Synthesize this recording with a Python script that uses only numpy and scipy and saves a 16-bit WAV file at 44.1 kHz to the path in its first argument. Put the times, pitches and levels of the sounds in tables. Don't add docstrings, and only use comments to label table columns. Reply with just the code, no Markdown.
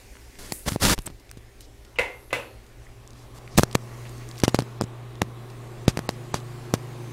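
import sys
import numpy as np
from scipy import signal
from scipy.fft import rfft, irfft
from scipy.io import wavfile
from scipy.ndimage import uniform_filter1d, minimum_filter1d

SR = 44100
rng = np.random.default_rng(int(sys.argv[2]) if len(sys.argv) > 2 else 0)


def elevation(decibels):
    levels = np.asarray(decibels, float)
    return 10 ** (levels / 20)


def log_audio(samples):
    frames = np.atleast_2d(samples).T
    limited = np.clip(frames, -1, 1)
    pcm = np.round(limited * 32767).astype(np.int16)
    wavfile.write(sys.argv[1], SR, pcm)


N = 313992

# time in seconds, nearness from 0 to 1, share of the port
TURN = [
    (0.0, 0.1, 0.76),
    (0.77, 0.06, 0.7),
    (1.21, 0, 0),
    (3.07, 0.51, 0),
    (3.67, 0.89, 0.5),
    (4.02, 0.93, 1),
    (4.52, 0.95, 0.84),
    (4.94, 0.97, 0.07),
    (5.87, 0.92, 0.65),
    (7.12, 1, 0.84),
]

# multiple of the hum, level in dB beside the hum when near.
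OVERTONES = [(2, -19), (3, -9.5), (1.22, -7.5)]
# pitch in Hz, level in dB per Hz.
NEAR_AIR = [(97, -29), (165, -3.5), (179, -14), (221, -1.5), (267, -8), (353, -2.5), (541, -10), (725, -10),
            (986, -13.5), (1070, -9.5), (1410, -17.5), (1900, -21), (4000, -27), (5200, -44), (8800, -120)]
# pitch in Hz, level in dB per Hz.
FAR_AIR = [(88, -61), (150, -19), (220, -9), (253, -5.5), (286, -2.5), (319, -11), (398, -6), (444, -9.5),
           (524, -7), (569, -9.5), (999, -14.5), (1190, -18), (4000, -26), (5200, -39), (8800, -120)]
# pitch in Hz, level in dB per Hz.
HISS = [(880, -43), (1500, -11), (1980, -5.5), (2740, -10), (2970, -14.5), (3150, -16), (4460, -11),
        (7100, -12.5), (10700, -16), (13300, -18.5), (16000, -23)]
# pitch in Hz, level in dB per Hz.
RUMBLE = [(8.8, -29), (15, 6.5), (43, 2), (65, 3), (77, -13), (86, -12), (95, -12), (110, 6), (140, -18.5),
          (240, -120)]
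# pitch in Hz, width in Hz, level in dB.
DRONES = [(57.5, 4.7, -56), (347.4, 16, -67.5), (401, 6.9, -64.5), (752, 11, -74)]
# pitch in Hz, level in dB.
PANELS = [(215.3, -64), (393, -61)]
HUM_HZ = 119.4
HUM_FAR_DB, HUM_NEAR_DB = -69, -37.5
AIR_FAR_DB, AIR_NEAR_DB, AIR_BEND = -55, -45.5, 2.25
HISS_COVERED_DB, HISS_OPEN_DB = -61, -52.5
RUMBLE_FAR_DB, RUMBLE_NEAR_DB, RUMBLE_BEND = -54.5, -64, 19
DOOR_S, DOOR_PASS_S, DOOR_SHADE_DB, TILES_DB = 5.2, 1, -13, 2

# time in seconds, direct level in dB, room level in dB, share of the
KNOCKS = [
    (1.959, -58, -66, 1),
    (1.9861, -22, -35.5, 0.19),
    (1.993, -21.5, -63, 0.06),
    (2.3058, -56, -59.5, 0.83),
    (2.3284, -24.5, -41, 1),
]
# pitch in Hz, level in dB per Hz.
FIRST_BODY = [(47, -42), (80, -4), (132, -42), (176, -28), (379, -11.5), (503, -13), (641, -13), (971, -7),
              (1260, -23.5), (2040, -2.5), (4500, -27), (11000, -34.5), (15000, -47)]
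# pitch in Hz, level in dB per Hz.
SECOND_BODY = [(47, -35), (80, -3), (135, -30), (184, -15), (339, -6), (493, -2.5), (715, -6), (993, -6),
               (1350, -7.5), (2600, -5.5), (5020, -21.5), (9680, -24), (15000, -33)]
# pitch in Hz, level in dB, time to fall 60 dB in seconds.
FIRST_RINGS = [(495, -2, .3), (530, -2, .25), (575, -4, .25), (716, -7, .3), (2945, -9, .26),
               (3806, -15, .24), (985, -7, .25), (1900, -5, .34), (2030, -5, .25), (2100, -1, .44),
               (2256, -1, .26), (2600, -4, .15), (2767, -8, .15)]
# pitch in Hz, level in dB, time to fall 60 dB in seconds.
SECOND_RINGS = [(120, -3, .4), (490, -6, .3), (571, -3, .31), (991, -6, .25), (2024, -1, .12),
                (2261, -2, .18), (1179, -6, .22), (2385, -7, .3), (2560, -6, .45), (2760, -7, .4),
                (2902, -9, .33), (3418, -12, .3)]
# pitch in Hz, width in Hz, level in dB.
FIRST_HOLLOWS = [(536, 160, 5.5), (1420, 110, 10.5), (2024, 200, 3.5), (2670, 310, 4)]
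# pitch in Hz, width in Hz, level in dB.
SECOND_HOLLOWS = [(520, 150, 1.2), (1500, 83, 1.3), (2030, 120, 1.6), (2700, 450, 0), (3510, 120, 1.7)]
BETWEEN_HOLLOWS_DB = -1.5
# pitch in Hz, time to fall 60 dB in seconds.
ROOM = [(250, 0.64), (660, 0.49), (1740, 0.37), (4590, 0.34)]

# start in seconds, length in seconds, level in dB, pitch in Hz,
# width in Hz.
SWISHES = [(0.984, 0.082, -58, 10500, 4000), (1.598, 0.076, -57, 4800, 5030),
           (1.982, 0.66, -61.5, 11400, 2500), (2.356, 0.31, -67, 4300, 600), (2.818, .06, -64, 6960, 4040),
           (3.125, 0.15, -61, 5860, 5000), (3.493, 0.092, -55, 5300, 3000), (3.566, 0.028, -35, 4000, 6000),
           (4.054, 0.029, -49.5, 2170, 1500), (4.193, 0.056, -54, 2000, 1200),
           (4.505, 0.09, -57, 7000, 400), (4.832, 0.013, -47, 6000, 4000)]
# start in seconds, length in seconds, level in dB, pitch in Hz,
# width in Hz.
CATCHES = [(4.44, .012, -32, 4500, 4000), (4.484, .014, -40, 3500, 4000), (4.549, .009, -34, 4900, 5000),
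           (4.558, .007, -38, 4000, 5000), (5.885, .01, -33, 4800, 4800), (6.346, 0.014, -39, 4500, 5000),
           (6.108, .003, -42, 6300, 5000), (4.82, .03, -50, 7300, 1800), (0.524, .09, -52, 10000, 2000),
           (3.572, .006, -36, 5200, 6000)]

# time in seconds, peak in dB, pitch in Hz.
TICKS = [(0.154, -32, 1330), (0.169, -30.5, 1490), (0.3547, -34, 1960), (1.0204, -26, 10500),
         (1.0848, -42, 3000), (1.2936, -32, 3630), (1.3012, -37, 5300), (3.076, -27.5, 6000),
         (3.106, -31, 5430), (3.133, -32, 5400), (3.477, -25.5, 1920), (3.548, -34, 2500),
         (3.64, -19, 5000), (4.054, -27.5, 1890), (4.181, -33, 6500), (4.285, -36.5, 5400),
         (4.2894, -24.5, 6100), (4.2986, -33, 4600), (4.313, -24, 4600), (4.3568, -34, 4200),
         (4.3806, -22, 4300), (4.419, -24, 3400), (5.155, -30, 3670), (6.098, -42, 4400),
         (6.1087, -38, 3700), (6.402, -30, 4330)]
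# time in seconds, peak in dB, pitch in Hz, time to fall 60 dB
# in seconds.
SNAPS = [(0.3921, -45, 2800, .051), (0.522, -14, 5250, 0.014), (1.0672, -24, 2000, .004),
         (1.314, -17, 4100, 0.0042), (1.371, -41, 3200, .046), (3.5772, -2, 4560, 0.055),
         (3.7479, -14, 2690, 0.017), (3.7513, -10, 3000, 0.0018), (4.0934, -29, 3500, .014),
         (5.2186, -11, 2040, 0.0088), (5.8787, -22, 1530, 0.046), (6.3417, -27, 1500, 0.029),
         (6.7392, -16, 6000, 0.013), (4.5441, -24, 1500, 0.01)]
# time in seconds, peak in dB, pitch in Hz.
CREAKS = [(1.0992, -45, 2100), (1.1974, -41, 6100), (1.607, -28.5, 5270), (1.616, -34, 7600),
          (1.849, -38, 3280), (2.665, -40, 3540), (3.6077, -15, 4700), (3.7126, -25, 3200),
          (3.728, -26, 4200), (4.3706, -35, 4700), (4.385, -29, 5000), (4.3905, -29, 6300),
          (4.4004, -16, 4100), (4.804, -38, 1300), (5.501, -37.5, 4200), (5.8508, -41, 1900)]
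# time in seconds, peak in dB, pitch in Hz.
PINGS = [(2.8672, -36, 1890)]
SNAP_SPREAD, TICK_SPREAD, CREAK_SPREAD, PING_SPREAD = 0.69, 0.18, 0.38, 0.066
TICK_T60_S, PING_T60_S, CREAK_T60_S, CREAK_SHORTER = 0.0064, 0.012, 0.0099, 0.27
# time in seconds, peak in dB, pitch in Hz, time to fall 60 dB in
# seconds.
CHINKS = [(1.0671, -15, 8140, .006), (1.0672, -26, 11500, .005), (1.959, -38, 2900, .04),
          (1.966, -44, 2400, 0.046), (2.3062, -38, 2700, .025), (2.3062, -39, 2030, .06),
          (4.4362, -9, 6000, 0.0068), (4.5458, -17, 6500, 0.0046), (4.8116, -18.5, 5070, 0.0066),
          (4.8116, -22, 7200, .006), (6.0988, -34, 5050, .012), (6.3495, -30, 3000, 0.011),
          (6.7389, -14.5, 6100, 0.0084), (4.5893, -22, 4520, 0.0054), (4.6045, -26, 4100, .008),
          (4.437, -14, 270, .02), (4.4808, -20, 270, .02), (4.5464, -24, 270, .02),
          (3.6345, -16, 330, .012), (3.5862, -18, 260, .015), (5.2186, -18, 1450, .008),
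          (5.2158, -27, 1500, .01), (6.0916, -16, 5500, .004), (6.0905, -26, 4100, .012),
          (6.7392, -20, 1600, .008), (1.987, -24, 540, .09), (2.333, -32, 565, .28),
          (2.336, -26, 2030, .06), (2.35, -30, 2260, .12), (3.594, -14, 1600, .006),
          (0.5218, -20, 4500, .012), (0.5218, -21, 7300, .008), (0.5218, -21, 10500, .009),
          (0.5218, -25, 1900, .01), (0.979, -21, 38, .12), (5.882, -22, 40, .1), (3.5855, -15, 1600, .006),
          (2.12, -40, 2110, .2), (4.4803, -18, 1600, .005)]

# start in seconds, length in seconds, pressure in dB at first, pressure in dB
# at last, brightness in dB.
RUBS = [
    (0.384, 0.14, -45, -47, -9),
    (0.524, 0.2, -52, -81, 10),
    (0.656, 0.047, -17, -26, -9.5),
    (0.692, 0.067, -38, -44, -4.5),
    (.795, 0.1584, -20.5, -20.5, -8.5),
    (1.0585, 0.011, -44, -39, 3),
    (3.345, 0.044, -57, -48, -13),
    (3.612, 0.024, -46, -31, -8),
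]
# pitch in Hz, level in dB per Hz.
SKIN = [(240, 5), (400, 0), (676, -2), (1380, -1), (1490, -2.5), (2050, -2.5), (2360, -5.5), (4880, -3.5),
        (10900, -12), (16000, -23)]
# pitch in Hz, level in dB per Hz.
THUD = [(12, -28.5), (20, 7), (172, -4), (228, -11.5), (299, -2.5), (506, -18.5), (600, -8), (780, -66),
        (1320, -120)]
TOUCH_DB, PRESS_DB_PER_S, LIFT_DB_PER_S = -47.5, 898, 1500
PUMP_DB, PUMP_PER_DB, BRIGHT_PER_DB = -6.5, 0.93, -0.14

# time in seconds, suction in dB, width in ms, crack in dB.
POPS = [(0.5239, -30, 0.68, -48), (0.7208, -19.5, 2.7, -25), (0.732, -28, 1.8, -31), (0.742, -25, 4.1, -42),
        (0.751, -30, 1.1, -38), (0.761, -10.5, 0.66, -30), (0.9793, -40, 0.38, -42),
        (0.9888, -21.5, 0.3, -24), (1.0737, -32, 0.5, -36), (1.0768, -40, 0.18, -39),
        (1.101, -45, 1.7, -61), (1.373, -31, 1.1, -47), (3.5562, -26, 4.6, -43), (3.606, -19, 3.6, -46),
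        (3.7508, -19, 0.2, -42), (4.5967, -21, 1.05, -29), (4.6041, -22, 1.8, -27.5),
        (4.6221, -20, 1.1, -30.5), (4.8116, -9.5, 0.5, -22.5), (4.8206, -13.5, 0.9, -28.5),
        (4.8391, -21, 1.7, -37), (5.2187, -12, 0.22, -22.5), (5.229, -20, 1.5, -40),
        (5.9733, -23, 0.46, -22.5), (5.9917, -21, 0.4, -25.5)]
# time in seconds, suction in dB, width in ms, drag in dB,
# drag length in ms.
PEELS = [(3.5797, -8.5, 2.5, -29, 8.1), (3.5856, 1.5, 0.47, -23, 3.5), (3.5941, 1.5, 0.57, -39, 12),
         (3.634, 1.5, 0.36, -38, 7.2), (3.753, 1, 0.39, -35, 5.6), (4.4366, -5.5, 0.6, -26.5, 17.5),
         (4.4803, -3, 0.55, -37, 17.5), (4.5458, -3.5, 0.45, -38.5, 18), (4.5896, -6, 0.51, -49, 26),
         (5.8807, 2.4, 0.76, -34.5, 25), (6.0919, -12, 0.15, -46, 12), (6.343, -4.5, 0.34, -40, 36),
         (6.7395, -4, 0.67, -37, 16.4)]
# time in seconds, drop in dB, refill in ms.
TEARS = [(0.5225, -19.5, 1), (0.663, -21, 1), (0.665, -23, .6), (0.677, -17, 1.5), (0.9793, -13, .1),
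         (0.988, -21, 0.85), (1.052, -38, .6), (1.0579, -40, .6), (1.064, -30, .3), (1.0735, -24.5, .8),
         (1.0744, -30, .3), (1.0768, -18, 0.16), (1.0796, -31, .6), (1.085, -35, .4), (1.0902, -38, .5),
         (1.096, -38, .4), (1.1015, -32.5, 2), (3.7512, -7, 0.1), (4.4362, -5.5, .5), (4.545, -17, .25),
         (4.5881, -18, .25), (4.8058, -27, .5), (5.2158, -25, .4), (5.2164, -15, 0.22), (5.2175, -17, .5),
         (5.2186, -1.5, .3), (5.8795, -13, .25), (5.973, -9.5, .45), (5.9914, -12.5, .45),
         (6.0901, -20, 0.33), (6.0912, -14, 0.13), (6.0916, -3.5, 0.22), (6.3405, -22, .4),
         (6.3417, -17, .15), (6.7386, -15, .2)]
# time in seconds, push in dB, release in ms.
PUSHES = [
    (0.5219, -14.5, 0.47),
    (3.577, -7.5, .6),
    (6.091, -9, 0.14),
]
POP_DRAG_DB, POP_DRAG_MS = -58.5, 11.5
PEEL_CRACK_DB, CRACK_PER_DB = -12, 1.18
TEAR_MS = 0.032
LEAN, LEAK = 0.71, -0.09


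def evened(x):
    return x / np.sqrt(np.mean(x ** 2) + 1e-20)


def read(points, hz):
    f, value = np.transpose(points)
    return np.interp(np.log(hz + 1), np.log(f + 1), value)


def add(mix, s, sound):
    part = mix[max(round(s * SR), 0):][:len(sound)]
    part += sound[:len(part)]


def coloured(x, points):
    gain = elevation(read(points, np.fft.rfftfreq(len(x), 1 / SR)))
    return irfft(rfft(x) * gain, len(x))


def drift(count, rate_hz):
    return evened(signal.lfilter(*signal.butter(2, rate_hz, fs=SR), rng.standard_normal(count)))


def resonate(x, hz, width):
    band = signal.iirpeak(hz, hz / width, SR)
    return signal.lfilter(*band, signal.lfilter(*band, x))


def steadied(x):
    swell = uniform_filter1d(evened(x) ** 2, size=3000)
    return evened(x / (swell + 0.05) ** 0.35)


def wash(points, patchy_db, bands_db):
    a, b, quick, slow = rng.standard_normal((N // 256 + 5, 513, 4)).T
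    quick = evened(uniform_filter1d(uniform_filter1d(quick, size=10, axis=0), size=12, axis=1))
    slow = uniform_filter1d(slow, size=24, axis=0)
    slow = np.tanh(evened(uniform_filter1d(slow, size=90, axis=1, mode="wrap")))
    grains = (a + 1j * b) * elevation(patchy_db * quick + bands_db * slow)
    x = signal.istft(grains, nperseg=1024, noverlap=768)[1][:N]
    return evened(coloured(x, points))


def narrow_drones():
    return sum(elevation(db) * steadied(resonate(rng.standard_normal(N), hz, width)) for hz, width, db in DRONES)


def housing_panels(t, lumps_db):
    sway = uniform_filter1d(lumps_db, size=4000)
    out = np.zeros(N)
    for k, (hz, db) in enumerate(PANELS):
        level = elevation(db + 2.0 + 2.5 * np.roll(sway, 40000 * k))
        wobble = 0.8 * np.roll(sway, -30000 * k - 9000)
        out += level * np.sin(2 * np.pi * hz * t + wobble)
    return out


def motor_hum(t, door):
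    turns = 2 * np.pi * HUM_HZ * t
    hum = np.sin(turns + 0.095 * drift(N, 2.7)) * elevation(0.86 * drift(N, 6.8))
    shade_db = DOOR_SHADE_DB * (1 - door)
    for k, db in OVERTONES:
        level = elevation(db + shade_db + 1.4 * drift(N, 4))
        hum += level * np.sin(k * turns + 0.3 * drift(N, 3))
    return hum


def fan():
    s, *columns = np.transpose(TURN)
    t = np.arange(N) / SR
    nearness, uncovered = (np.clip(np.interp(t, s, c), 0, 1.2) for c in columns)
    door = np.clip((t - DOOR_S) / DOOR_PASS_S, 0, 1)
    hum_db = HUM_FAR_DB + (HUM_NEAR_DB - HUM_FAR_DB) * nearness
    air_db = AIR_FAR_DB + (AIR_NEAR_DB - AIR_FAR_DB) * nearness ** AIR_BEND + TILES_DB * door ** 2
    hiss_db = HISS_COVERED_DB + (HISS_OPEN_DB - HISS_COVERED_DB) * uncovered
    rumble_db = RUMBLE_FAR_DB + (RUMBLE_NEAR_DB - RUMBLE_FAR_DB) * nearness ** RUMBLE_BEND

    hum = np.sqrt(2) * elevation(hum_db - 1.3) * motor_hum(t, door)
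    near = np.clip((air_db + 55.5) / 6, 0, 1)
    air = np.sqrt(near) * wash(NEAR_AIR, patchy_db=0.8, bands_db=1.3)
    air += np.sqrt(1 - near) * wash(FAR_AIR, patchy_db=1.8, bands_db=2.5)
    air *= elevation(air_db - 0.5)
    hiss = elevation(hiss_db - 0.5) * wash(HISS, patchy_db=2.0, bands_db=-0.8)
    lumps_db = 2.2 * drift(N, 14)
    rumble = elevation(rumble_db + 4.5 + lumps_db) * wash(RUMBLE, patchy_db=0.5, bands_db=0.2)
    panels = near * housing_panels(t, lumps_db)
    return panels + hum + air + hiss + rumble + (1 - 0.18 * near) * narrow_drones()


def object_rings(modes, t):
    return evened(sum(elevation(db - 60 * t / min(t60, 0.55)) * np.sin(2 * np.pi * (hz * t + rng.random()))
                      for hz, db, t60 in modes))


def room_tail(count):
    hz, frame_s, z = signal.stft(rng.standard_normal(count), SR, nperseg=128)
    fading = elevation(-60 * frame_s / read(ROOM, hz)[:, None])
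    return signal.istft(z * fading, SR, nperseg=128)[1][:count]


def knocks():
    out, t = np.zeros(N), np.arange(SR // 2) / SR
    first_rings, second_rings = object_rings(FIRST_RINGS, t), object_rings(SECOND_RINGS, t)
    for s, direct_db, room_db, share in KNOCKS:
        tail = room_tail(len(t))
        crack = rng.standard_normal(len(t)) * np.exp(-((t - 0.0018) / 0.0014) ** 2)
        air = elevation(direct_db) * evened(crack) / 10
        air += elevation(room_db) * evened(tail) * np.clip(t / 0.0023, 0, 1)
        struck = elevation(-8.0) * air + elevation(direct_db + 27.5) * (t == t[20])
        first, second = (elevation(BETWEEN_HOLLOWS_DB) * air
                         + sum(elevation(db) * resonate(struck, hz, width) for hz, width, db in spots)
                         for spots in (FIRST_HOLLOWS, SECOND_HOLLOWS))
        body = (1 - share) * coloured(first, FIRST_BODY) + share * coloured(second, SECOND_BODY)
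        rings = elevation(room_db - 2.5) * ((1 - share) * first_rings + share * second_rings)
        edges = np.clip(t / 0.00017, 0, 1) * np.clip((t[-1] - t) / 0.1, 0, 1)
        add(out, s, (body * elevation(17.0) + rings) * edges)
    return out


def swishes(rows):
    out = np.zeros(N)
    for s, length, db, hz, width in rows:
        count = round(length * SR)
        band = evened(resonate(rng.standard_normal(SR)[:count], hz, width))
        add(out, s, elevation(db) * band * signal.windows.tukey(count, 0.7))
    return out


def ticks():
    out, t = np.zeros(N), np.arange(3000) / SR
    rows = [(s, db, hz, SNAP_SPREAD, t60) for s, db, hz, t60 in SNAPS]
    rows += [(*row, TICK_SPREAD, TICK_T60_S) for row in TICKS]
    rows += [(s, db, hz, CREAK_SPREAD, CREAK_T60_S * elevation(-CREAK_SHORTER * db)) for s, db, hz in CREAKS]
    rows += [(*row, PING_SPREAD, PING_T60_S) for row in PINGS]
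    for s, db, hz, spread, t60 in rows:
        grit = rng.standard_normal(len(t))
        burst = (grit - 2.6 * (t == 0)) * elevation(-60 * t / max(t60, 0.002))
        ring = resonate(burst, hz, min(5.1 * spread * hz, 15000))
        add(out, s, elevation(db - 5.5) * ring / abs(ring).max())
    return out


def chinks():
    out, t = np.zeros(N), np.arange(12000) / SR
    for s, db, hz, t60 in CHINKS:
        fading = elevation(db - 60 * t / max(t60, 0.002)) * np.clip(t / 0.0003, 0, 1)
        add(out, s, fading * np.sin(2 * np.pi * hz * t))
    return out


def rub(length, first_db, last_db, shine_db):
    t = np.arange(0, length, 1 / SR)
    friction_db = first_db + (last_db - first_db) * t / length
    friction_db = np.minimum(friction_db, TOUCH_DB + PRESS_DB_PER_S * t)
    friction_db = np.minimum(friction_db, TOUCH_DB + LIFT_DB_PER_S * (length - t))
    pump_db = PUMP_DB + PUMP_PER_DB * friction_db
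    bright_db = shine_db + BRIGHT_PER_DB * (friction_db + 18.0)
    slide_grit, pump_grit = rng.standard_normal((2, SR // 4))[:, :len(t)]
    uneven_db = 2.2 * np.clip((friction_db + 55) / 25, 0.3, 1) * drift(SR // 4, 150)[:len(t)]
    slips = coloured(slide_grit * elevation(uneven_db), SKIN)
    high = signal.sosfiltfilt(signal.butter(3, 8000, "high", fs=SR, output="sos"), slips)
    slide = evened(slips - high) + elevation(bright_db) * evened(high)
    pump = evened(coloured(pump_grit, THUD))
    return (elevation(friction_db) * slide + elevation(pump_db) * pump) * signal.windows.tukey(len(t), 0.08)


def pops():
    suction, cracks, scrapes = np.zeros((3, N))
    lead_s = 100 / SR
    ms = (np.arange(3000) - 100) * 1000 / SR
    rows = [(*row, POP_DRAG_DB, POP_DRAG_MS) for row in POPS]
    rows += [(s, db, width, PEEL_CRACK_DB + CRACK_PER_DB * db, *drag) for s, db, width, *drag in PEELS]
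    for s, db, width, crack_db, drag_db, drag_ms in rows:
        grit = rng.standard_normal(len(ms))
        side = np.where(ms < 0, LEAN, 2 - LEAN)
        dip = np.exp(-4 * np.log(2) * (ms / max(width, 0.05) / side) ** 2)
        add(suction, s - lead_s, -elevation(db) * dip)
        crack = evened(np.exp(-abs(ms) / np.where(ms < 0, 0.3, 1.1)) * grit)
        add(cracks, s - lead_s, elevation(crack_db - 21.0) * crack)
        fading = np.clip(ms, 0, 1) / (1 + (abs(ms) / drag_ms) ** (150 / drag_ms))
        add(scrapes, s - lead_s, elevation(drag_db + 2.5 - 1.9 * ms / drag_ms) * fading * grit)
    after = np.maximum(ms, 0)
    for size, table in ((-1.05, TEARS), (1, PUSHES)):
        for s, db, refill in table:
            jump = (1 - np.exp(-after / TEAR_MS)) * np.exp(-after / max(refill, 0.05))
            add(suction, s - lead_s, size * elevation(db) * jump)
    spring, sharp = 2 * np.pi * 122, 1.3
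    port = signal.bilinear([1, 0.82 * spring, LEAK * spring ** 2], [1, spring / sharp, spring ** 2], SR)
    friction = cracks + signal.lfilter(*signal.butter(1, 12000, fs=SR), scrapes)
    skin_gain = np.std(coloured(rng.standard_normal(8192), SKIN))
    return signal.lfilter(*port, suction) + elevation(2.0) * coloured(friction, SKIN) / skin_gain


def scene():
    background = fan() + knocks()
    hand = swishes(SWISHES) + swishes(CATCHES) + ticks() + chinks()
    for start, *stroke in RUBS:
        add(hand, start, rub(*stroke))
    return (background + hand + pops())[None]


def thin_treble(x):
    hz, t, z = signal.stft(x, SR, nperseg=256, noverlap=192)
    power_db = 10 * np.log10(uniform_filter1d(abs(z) ** 2, size=3, axis=0) + 1e-14)
    treble_db = 10 * np.log10((abs(z[hz > 3000]) ** 2).sum(0) + 1e-14)
    ahead_db = -minimum_filter1d(-treble_db, size=13, origin=-6) - treble_db
    behind_db = -minimum_filter1d(-treble_db, size=49, origin=24) - treble_db
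    chance = rng.random((len(hz) // 2 + 1, len(t) // 12 + 1))
    edge_hz = np.repeat(5500 + 9000 * chance[0] ** 2, 12)[:len(t)]
    before_click = (ahead_db > 24) & (hz[:, None] > edge_hz + 6000 * (behind_db > 14))
    odds = 0.25 * np.clip((hz[:, None] - 10500) / 5500, 0, 1) ** 2 * (power_db < -72)
    draws = np.repeat(np.repeat(chance, 2, axis=0), 12, axis=1)[:len(hz), :len(t)]
    kept = np.where(before_click | (draws < odds), 0.03, 1)
    return signal.istft(z * kept, SR, nperseg=256, noverlap=192)[1][:N]


def band_limit(x):
    return signal.sosfilt(signal.butter(12, 16820, fs=SR, output="sos"), x)


def record(dry):
    hissing = dry[0] + elevation(-72.0) * rng.standard_normal(N)
    clipped = np.clip(hissing, -0.71, 0.71)
    low_pass = signal.firwin(255, 15800, window=("kaiser", 7), fs=SR)
    mix = thin_treble(signal.oaconvolve(clipped, low_pass, "same"))[None]
    return band_limit(mix)


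dry = scene()
out = record(dry)
log_audio(out)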